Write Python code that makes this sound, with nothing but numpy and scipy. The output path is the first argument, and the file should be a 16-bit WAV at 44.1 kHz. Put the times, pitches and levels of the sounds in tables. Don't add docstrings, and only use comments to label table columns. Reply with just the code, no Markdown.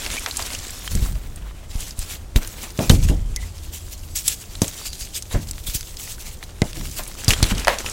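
import sys
import numpy as np
from scipy import signal
from scipy.fft import rfft, irfft, next_fast_len
from scipy.io import wavfile
from scipy.ndimage import uniform_filter1d, map_coordinates

SR = 44100
rng = np.random.default_rng(int(sys.argv[2]) if len(sys.argv) > 2 else 0)


def output_pcm(signal):
    pcm = np.clip(np.atleast_2d(signal).T, -1, 1) * 32767
    wavfile.write(sys.argv[1], SR, np.round(pcm).astype(np.int16))


def voltage_ratio(level):
    return 10 ** (np.asarray(level, float) / 20)


N = 349272

# (t/s, level/dB)
POWDER_TRICKLE = [(0, -38), (.55, -36.5), (.8, -39.5), (1.0, -37.5), (1.15, -46), (1.47, -57), (2.33, -62),
                  (2.42, -39), (2.7, -45), (3.2, -55), (3.6, -47.5), (4.55, -44.5), (4.8, -38),
                  (5.08, -46.5), (5.45, -45.5), (5.9, -40.5), (6.55, -55), (6.78, -38.5), (7.2, -43.5),
                  (7.45, -42.5), (7.92, -43.5)]


def unit(x):
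    return x / np.sqrt(np.mean(x ** 2) + 1e-20)


def curves(rows):
    s, *cols = np.transpose(rows)
    return [np.interp(np.arange(N) / SR, s, c) for c in cols]


def wobble(rate):
    knots = rng.standard_normal(int(N * 60 / SR) + 4)
    return map_coordinates(knots, [np.arange(N) * min(rate, 60) / SR])


def swells(rows, rise_db_per_s, fall_db_per_s):
    t = np.arange(N) / SR
    power = np.zeros(N)
    for s, db, hold in rows:
        rise = rise_db_per_s * np.maximum(s - t, 0)
        fall = fall_db_per_s * np.maximum(t - s - hold, 0)
        power += voltage_ratio(db - rise - fall) ** 2
    return power


def filtered(x, response):
    m = next_fast_len(len(x) + 8192)
    return irfft(rfft(x, m) * response(np.fft.rfftfreq(m, 1 / SR)), m)[:len(x)]


def colour(points):
    hz, db = np.transpose(points)
    return lambda f: voltage_ratio(np.interp(np.log(f + 1), np.log(hz), db, left=-90, right=-90))


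def modes(rows):
    def response(f):
        total = 0
        for k, (centre, width, db) in enumerate(rows):
            damping = 1j * f * width
            total = total + (-1) ** k * voltage_ratio(db) * damping / (centre * centre - f * f + damping)
        return total
    return response


def grains(count, centre_hz, spread, cycles, size_db, length):
    moment, pitch, size = rng.random(count), rng.standard_normal(count), rng.exponential(size=count)
    hz = np.clip(centre_hz * np.exp(spread * pitch), 200, 15000)[:, None]
    t = np.arange(length) / SR
    gain = voltage_ratio(size_db * np.minimum(size, 5))[:, None]
    rings = gain * np.sin(2 * np.pi * hz * t) * np.exp(-t * hz / cycles)
    at = (moment * N).astype(int)[:, None] + np.arange(length)
    return unit(np.bincount(at.ravel(), rings.ravel(), N + length)[:N])


def gritty(spectrum, grit, share, patchy_db, banded_db):
    z = signal.stft(rng.standard_normal(N), nperseg=512)[2]
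    patches, bands = rng.standard_normal((2, *z.shape))
    patches = unit(uniform_filter1d(uniform_filter1d(patches, 12, 0), 4, 1))
    bands = unit(uniform_filter1d(uniform_filter1d(bands, 3, 0), 14, 1))
    gain = voltage_ratio(patchy_db * patches + banded_db * np.clip(bands, 0, 2.5) ** 2)
    hiss = unit(signal.istft(z * gain, nperseg=512)[1][:N])
    mix = np.sqrt(1 - share) * hiss + np.sqrt(share) * grit
    return unit(filtered(mix, colour(spectrum)))


def rubbing():
    # (t/s, level/dB, hold/s)
    stroke_rows = [(1.71, -45.5, 0.036), (1.8, -35, 0.072), (2.0, -39.5, 0.13), (2.12, -35.5, 0.033),
                   (2.63, -35, 0.0023), (2.8, -32.5, 0.076), (3.04, -37, 0.052), (3.42, -41.5, 0.028),
                   (3.75, -37, 0.011), (3.92, -35, 0.0062), (4.255, -30.5, .02), (4.412, -39, 0.011),
                   (4.84, -37.5, 0.012), (5.01, -39.5, 0.043), (5.15, -35, 0.03), (5.3, -36.5, 0.029),
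                   (5.74, -28.5, 0.032), (6.04, -32, 0.017), (6.08, -32.5, 0.04), (6.21, -40, 0.012),
                   (6.265, -36, 0.048), (6.855, -36, 0.0024), (6.97, -31, 0.025), (7.195, -41, 0.044)]
    # (t/s, level/dB, hold/s)
    rush_rows = [(2.362, -29.5, .002), (2.9, -23.5, .004), (4.157, -26.5, 0.037), (4.283, -23.5, 0.016),
                 (4.622, -29.5, 0.0028), (5.67, -25.5, 0.0092), (6.43, -39.5, 0.0036), (7.287, -19, 0.005),
                 (7.43, -38, 0.075)]
    trickle_db, = curves(POWDER_TRICKLE)
    strokes = swells(stroke_rows, rise_db_per_s=383, fall_db_per_s=309)
    rushes = swells(rush_rows, rise_db_per_s=2500, fall_db_per_s=254)
    return 10 * np.log10(voltage_ratio(trickle_db) ** 2 + strokes + rushes)


def grinding():
    # (t/s, coarse crumbling before slips and strokes level/dB, tilt of the powder's top level/dB)
    grind_rows = [(0, -37.5, -23), (.5, -39.5, -15), (1.3, -51, -4), (1.92, -50.5, -16.5), (2.29, -49, -8),
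                  (2.7, -44, -7), (2.9, -41.5, -14), (3.13, -49.5, -20.5), (3.97, -60, -7.5),
                  (4.81, -46, -12.5), (4.94, -61, -19), (5.7, -56.5, -7), (6.66, -51, -14),
                  (7.04, -49.5, -6.5), (7.3, -36, -16), (7.5, -31, -28), (7.75, -40, -18), (7.92, -38, -32)]
    # (f/Hz, level/dB)
    powder_colour = [(1200, -15.5), (2800, -2), (5000, -1.5), (7500, 4), (9000, 2), (12000, 5),
                     (16000, 7.5)]
    # (f/Hz, level/dB)
    crumb_colour = [(200, 10), (400, 5), (1000, 2), (1600, -0.5), (2400, 0.5), (4000, -1), (7000, -27)]
    rub_db = rubbing()
    coarse_db, airy_db = curves(grind_rows)
    slips_db = 2.86 * wobble(45)

    fine_grit = grains(count=20000, centre_hz=8000, spread=0.45, cycles=1, size_db=4, length=48)
    fine = gritty(powder_colour, fine_grit, share=0.17, patchy_db=2.2, banded_db=1.5)
    coarse_grit = grains(count=9000, centre_hz=2700, spread=0.45, cycles=1.1, size_db=3.5, length=160)
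    coarse = gritty(crumb_colour, coarse_grit, share=0.25, patchy_db=1.5, banded_db=1.9)

    top = filtered(fine, lambda f: 1 / (1 + (9000 / (f + 1)) ** 4))
    fine = voltage_ratio(-airy_db / 2) * (fine - top) + voltage_ratio(airy_db) * top
    stroke_db = rub_db - uniform_filter1d(rub_db, SR // 3)
    return voltage_ratio(rub_db + slips_db) * fine + voltage_ratio(coarse_db + slips_db + 0.7 * stroke_db) * coarse


def heap():
    # (t/s, level/dB, hold/s)
    slide_rows = [(.93, -20.5, 0.051), (2.91, -12, 0.062), (5.36, -26.5, 0.048), (6.77, -29, 0.035),
                  (7.3, -24.5, 0.18)]
    # (f/Hz, level/dB)
    heap_colour = [(18, 7.5), (28, 5), (50, 2.5), (66, 0), (84, 0.5), (105, -6.5), (200, -14.5), (400, -30),
                   (800, -44.5)]
    at_rest_db = -36.5
    slides = swells(slide_rows, rise_db_per_s=500, fall_db_per_s=52.5)
    sliding = np.sqrt(voltage_ratio(at_rest_db) ** 2 + slides)
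    rumble = unit(filtered(rng.standard_normal(N), colour(heap_colour)))
    return sliding * voltage_ratio(1.94 * wobble(28)) * rumble


def room():
    # (f/Hz, level/dB)
    room_colour = [(180, -49), (300, -3.5), (645, -8.5), (2500, -21.5), (8000, -19.5), (16000, -31)]
    return voltage_ratio(-50.0) * unit(filtered(rng.standard_normal(N), colour(room_colour)))


def crumbs(count):
    over_trickle_db, scatter_db = 7, 4
    middle_hz, log_spread = 4600, 0.5
    u, pitch = rng.random((count, 2)), rng.standard_normal(count)
    at = (u[:, 0] * N).astype(int)
    scatter = -scatter_db * np.log(np.maximum(u[:, 1], 0.15))
    db = curves(POWDER_TRICKLE)[0][at] + over_trickle_db + scatter
    hz = np.clip(middle_hz * np.exp(log_spread * pitch), 1500, 12000)
    return list(zip(at / SR, db, hz))


def cracks():
    # (t/s, level before colouring level/dB, ring f/Hz)
    crack_rows = [(0.063, -15, 2600), (0.1028, -18.5, 2350), (0.168, -15.5, 2350), (0.195, -19, 7000),
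                  (0.262, -10.5, 2300), (0.311, -15.5, 4170), (0.362, -20, 4020), (0.37, -9, 7700),
                  (0.391, -18, 7660), (0.4236, -16, 4900), (0.533, -18, 4330), (0.5497, -14.5, 2960),
                  (0.706, -20, 7500), (0.877, -16.5, 3160), (0.9525, -16, 7600), (1.36, -23, 8400),
                  (1.806, -18.5, 7000), (1.908, -22.5, 4940), (1.991, -14.5, 9450), (2.3605, -8.5, 3680),
                  (2.448, -25, 3000), (2.475, -17.5, 9050), (2.7044, -26, 4960), (2.776, -23, 6030),
                  (2.7911, -17.5, 3740), (2.896, -4.5, 3700), (2.8998, 1.5, 3080), (3.088, -19.5, 1760),
                  (3.362, -11, 6200), (3.581, -32, 5000), (3.7275, -38, 5000), (4.2795, 2.5, 7700),
                  (4.553, -21, 3940), (4.6184, -4.5, 6400), (4.68, -15, 6450), (4.931, -20.5, 4050),
                  (5.052, -23, 6500), (5.224, -17, 6500), (5.488, -22.5, 5170), (5.511, -15, 7400),
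                  (5.748, -14.5, 6150), (5.809, -18.5, 4580), (5.97, -21, 5000), (5.998, -27, 2200),
                  (6.076, -25, 2500), (6.428, -21, 2330), (6.438, -26, 4000), (6.6188, -8.5, 2080),
                  (6.731, -22, 3630), (6.914, -22.5, 6230), (7.036, -23, 9000), (7.078, -19.5, 10700),
                  (7.246, -15.5, 5000), (7.2811, -4, 4800), (7.29, -14, 7100), (7.306, -1, 2870),
                  (7.3084, -13, 5900), (7.335, -6.5, 3240), (7.428, 0.5, 4180), (7.441, -13, 3480),
                  (7.487, -22, 9000), (7.518, -17, 3020), (7.55, -21, 4500), (7.581, -17, 3100),
                  (7.597, -18.5, 5000), (7.648, -12.5, 2540), (7.786, -12.5, 5930), (7.862, -13.5, 2600),
                  (7.898, -17.5, 6740)]
    # (f/Hz, level/dB)
    snap_colour = [(600, 12.5), (3000, 4), (7500, 5.5), (11000, 5.5), (16000, -16)]
    t = np.arange(SR // 8) / SR
    snaps, rings = np.zeros((2, N + len(t)))
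    for s, db, hz in crack_rows + crumbs(count=240):
        t60 = 0.015 * voltage_ratio(0.13 * db)
        fade = voltage_ratio(-60 * t / t60) * (1 - np.exp(-t / 0.0014))
        burst, noise = rng.standard_normal((2, len(t)))
        at = slice(round(s * SR), round(s * SR) + len(t))

        band = modes([(hz, 1.6 * hz, 0)])
        burst = unit(filtered(burst, lambda f: band(f) ** 2))
        tick = voltage_ratio(-60 * t / 0.0017) * burst
        tick = tick / np.abs(tick).max()
        snaps[at] += voltage_ratio(db) * (voltage_ratio(-10.5) * fade * burst + voltage_ratio(-1.0) * tick)

        splinters = voltage_ratio(-11) * fade * unit(filtered(noise, modes([(hz, hz / 3, 0)])))
        ring = voltage_ratio(-11) * fade ** 0.4 * unit(filtered(noise, modes([(hz, hz / 14, 0)])))
        rings[at] += voltage_ratio(db) * (splinters + ring)
    return (filtered(snaps, colour(snap_colour)) + rings)[:N]


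def clods():
    # (t/s, level before onset and resonances level/dB, 60 dB decay/s)
    clod_rows = [(.064, -19, 0.044), (.268, -18, 0.098), (.392, -14.5, 0.069), (5.31, -27.5, 0.47),
                 (5.345, -21.5, 0.11), (6.991, -17.5, 0.12), (7.671, 2, 0.023), (7.6805, 11.5, 0.014),
                 (7.689, -7.5, 0.27)]
    # (f/Hz, width/Hz, level/dB)
    clod_modes = [(590, 224, 5), (1055, 280, 3.5), (1850, 890, -0.5)]
    t, envelope = np.arange(SR // 4) / SR, np.zeros(N + SR)
    for s, db, t60 in clod_rows:
        onset = 1 - np.exp(-t / 0.00039)
        envelope[round(s * SR):][:len(t)] += voltage_ratio(db - 60 * t / t60) * onset
    return filtered(envelope[:N] * rng.standard_normal(N), modes(clod_modes))


def squeaks():
    # (t/s, length/s, f/Hz, level before the swell level/dB)
    squeak_rows = [(0.168, 0.02, 2340, -26.5), (2.799, 0.084, 2500, -42), (3.042, 0.018, 2600, -37),
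                   (3.362, 0.035, 2050, -37.5), (3.416, 0.031, 2020, -42.5), (4.786, 0.16, 4650, -41),
                   (5.007, 0.036, 4800, -37), (5.14, 0.038, 5000, -35), (5.15, 0.016, 3500, -34.5),
                   (5.306, 0.04, 3850, -41), (5.667, 0.02, 3380, -32)]
    out = np.zeros(N + SR)
    for s, length, hz, db in squeak_rows:
        noise = rng.standard_normal(SR // 4)
        u = np.arange(SR // 4) / SR / length
        narrow = modes([(hz, hz / 11, 0)])
        tone = unit(filtered(filtered(noise, narrow), narrow))
        swell = (1 - np.exp(-8 * u)) * np.exp(-u ** 4)
        out[round(s * SR):][:len(u)] += voltage_ratio(db) * swell * tone
    return out[:N]


def lumps():
    # (t/s, push level/dB, start f/Hz, hollow crunch level/dB)
    thump_rows = [(0.951, -6, 74, -1), (1.026, -7.5, 70, -6), (1.754, -11, 74, -41),
                  (1.987, -13, 56.5, -33), (2.359, 0.5, 84.5, 0.5), (2.789, -7, 340, 1.5),
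                  (2.9, 8, 167, 9.5), (3.098, -5, 148, 0), (3.11, -8, 200, -6.5), (4.6187, -0.5, 304, -3),
                  (5.343, -7, 86.5, -0.5), (5.356, -6.5, 200, -8.5), (5.686, -15, 80.5, -24),
                  (5.752, -13.5, 114, -32), (6.6191, 0.5, 297, -0.5), (6.765, -24, 71, -6),
                  (7.281, -1.5, 129, -30), (7.288, -2, 82.5, -1.5), (7.389, -15.5, 80, -11),
                  (7.427, 0, 160, -3.5), (7.518, -10, 81.5, 0)]
    # (f/Hz, width/Hz, level/dB)
    hollow_modes = [(160, 164, 2), (341, 217, 2), (596, 320, -1.5)]
    slowing = 0.56
    knock_db = -1
    crunch_over_push = 3.52
    t, pushes, crunch = np.arange(SR // 4) / SR, np.zeros(N + SR), np.zeros(N + SR)
    for s, db, hz, crunch_db in thump_rows:
        swing = np.sin(np.pi * (2 * hz * t) ** slowing) * (1 - np.exp(-t * hz / 0.13))
        pushes[round(s * SR):][:len(t)] += voltage_ratio(db - 60 * t * hz / 9) * swing
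        t60 = np.clip(0.15 * voltage_ratio(0.5 * (crunch_db - db)), 0.03, 0.4)
        grit = voltage_ratio(-60 * t / t60) * rng.standard_normal(len(t)) + voltage_ratio(knock_db) * (t == 0)
        dulled = filtered(grit, lambda f: 1 / (1 + 1j * f / (crunch_over_push * hz)) ** 2)
        crunch[round(s * SR):][:len(t)] += voltage_ratio(crunch_db) * dulled
    return pushes[:N] + filtered(crunch[:N], modes(hollow_modes))


def table_ring():
    # (t/s, level/dB, hold/s)
    ring_rows = [(.97, -25, 0.18), (1.42, -30, 0.055), (2.94, -16.5, 0.18), (3.22, -30, 0.21),
                 (7.48, -31, 0.21)]
    ringing = np.sqrt(swells(ring_rows, rise_db_per_s=350, fall_db_per_s=137))
    hz = 46 + 1.96 * wobble(13.0)
    ring = np.sqrt(2) * np.sin(2 * np.pi * np.cumsum(hz) / SR)
    return ringing * voltage_ratio(0.74 * wobble(14)) * ring


def low_hum():
    # (t/s, level/dB, hold/s)
    hum_rows = [(3.316, -38.5, 0.85), (4.9, -41.5, 0.28)]
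    humming = np.sqrt(swells(hum_rows, rise_db_per_s=350, fall_db_per_s=137))
    narrow = modes([(81.4, 8.8, 0)])
    return humming * unit(filtered(rng.standard_normal(N), lambda f: narrow(f) ** 2))


def scene():
    hands = grinding() + cracks() + clods() + squeaks()
    below = heap() + lumps() + table_ring() + low_hum()
    return (hands + below + room())[None]


def top_cut(x):
    return signal.sosfilt(signal.butter(12, 16100, fs=SR, output="sos"), x)


def record(dry):
    clipped = dry / (1 + np.abs(dry) ** 12) ** (1 / 12)
    return top_cut(clipped)


dry = scene()
out = record(dry)
output_pcm(out)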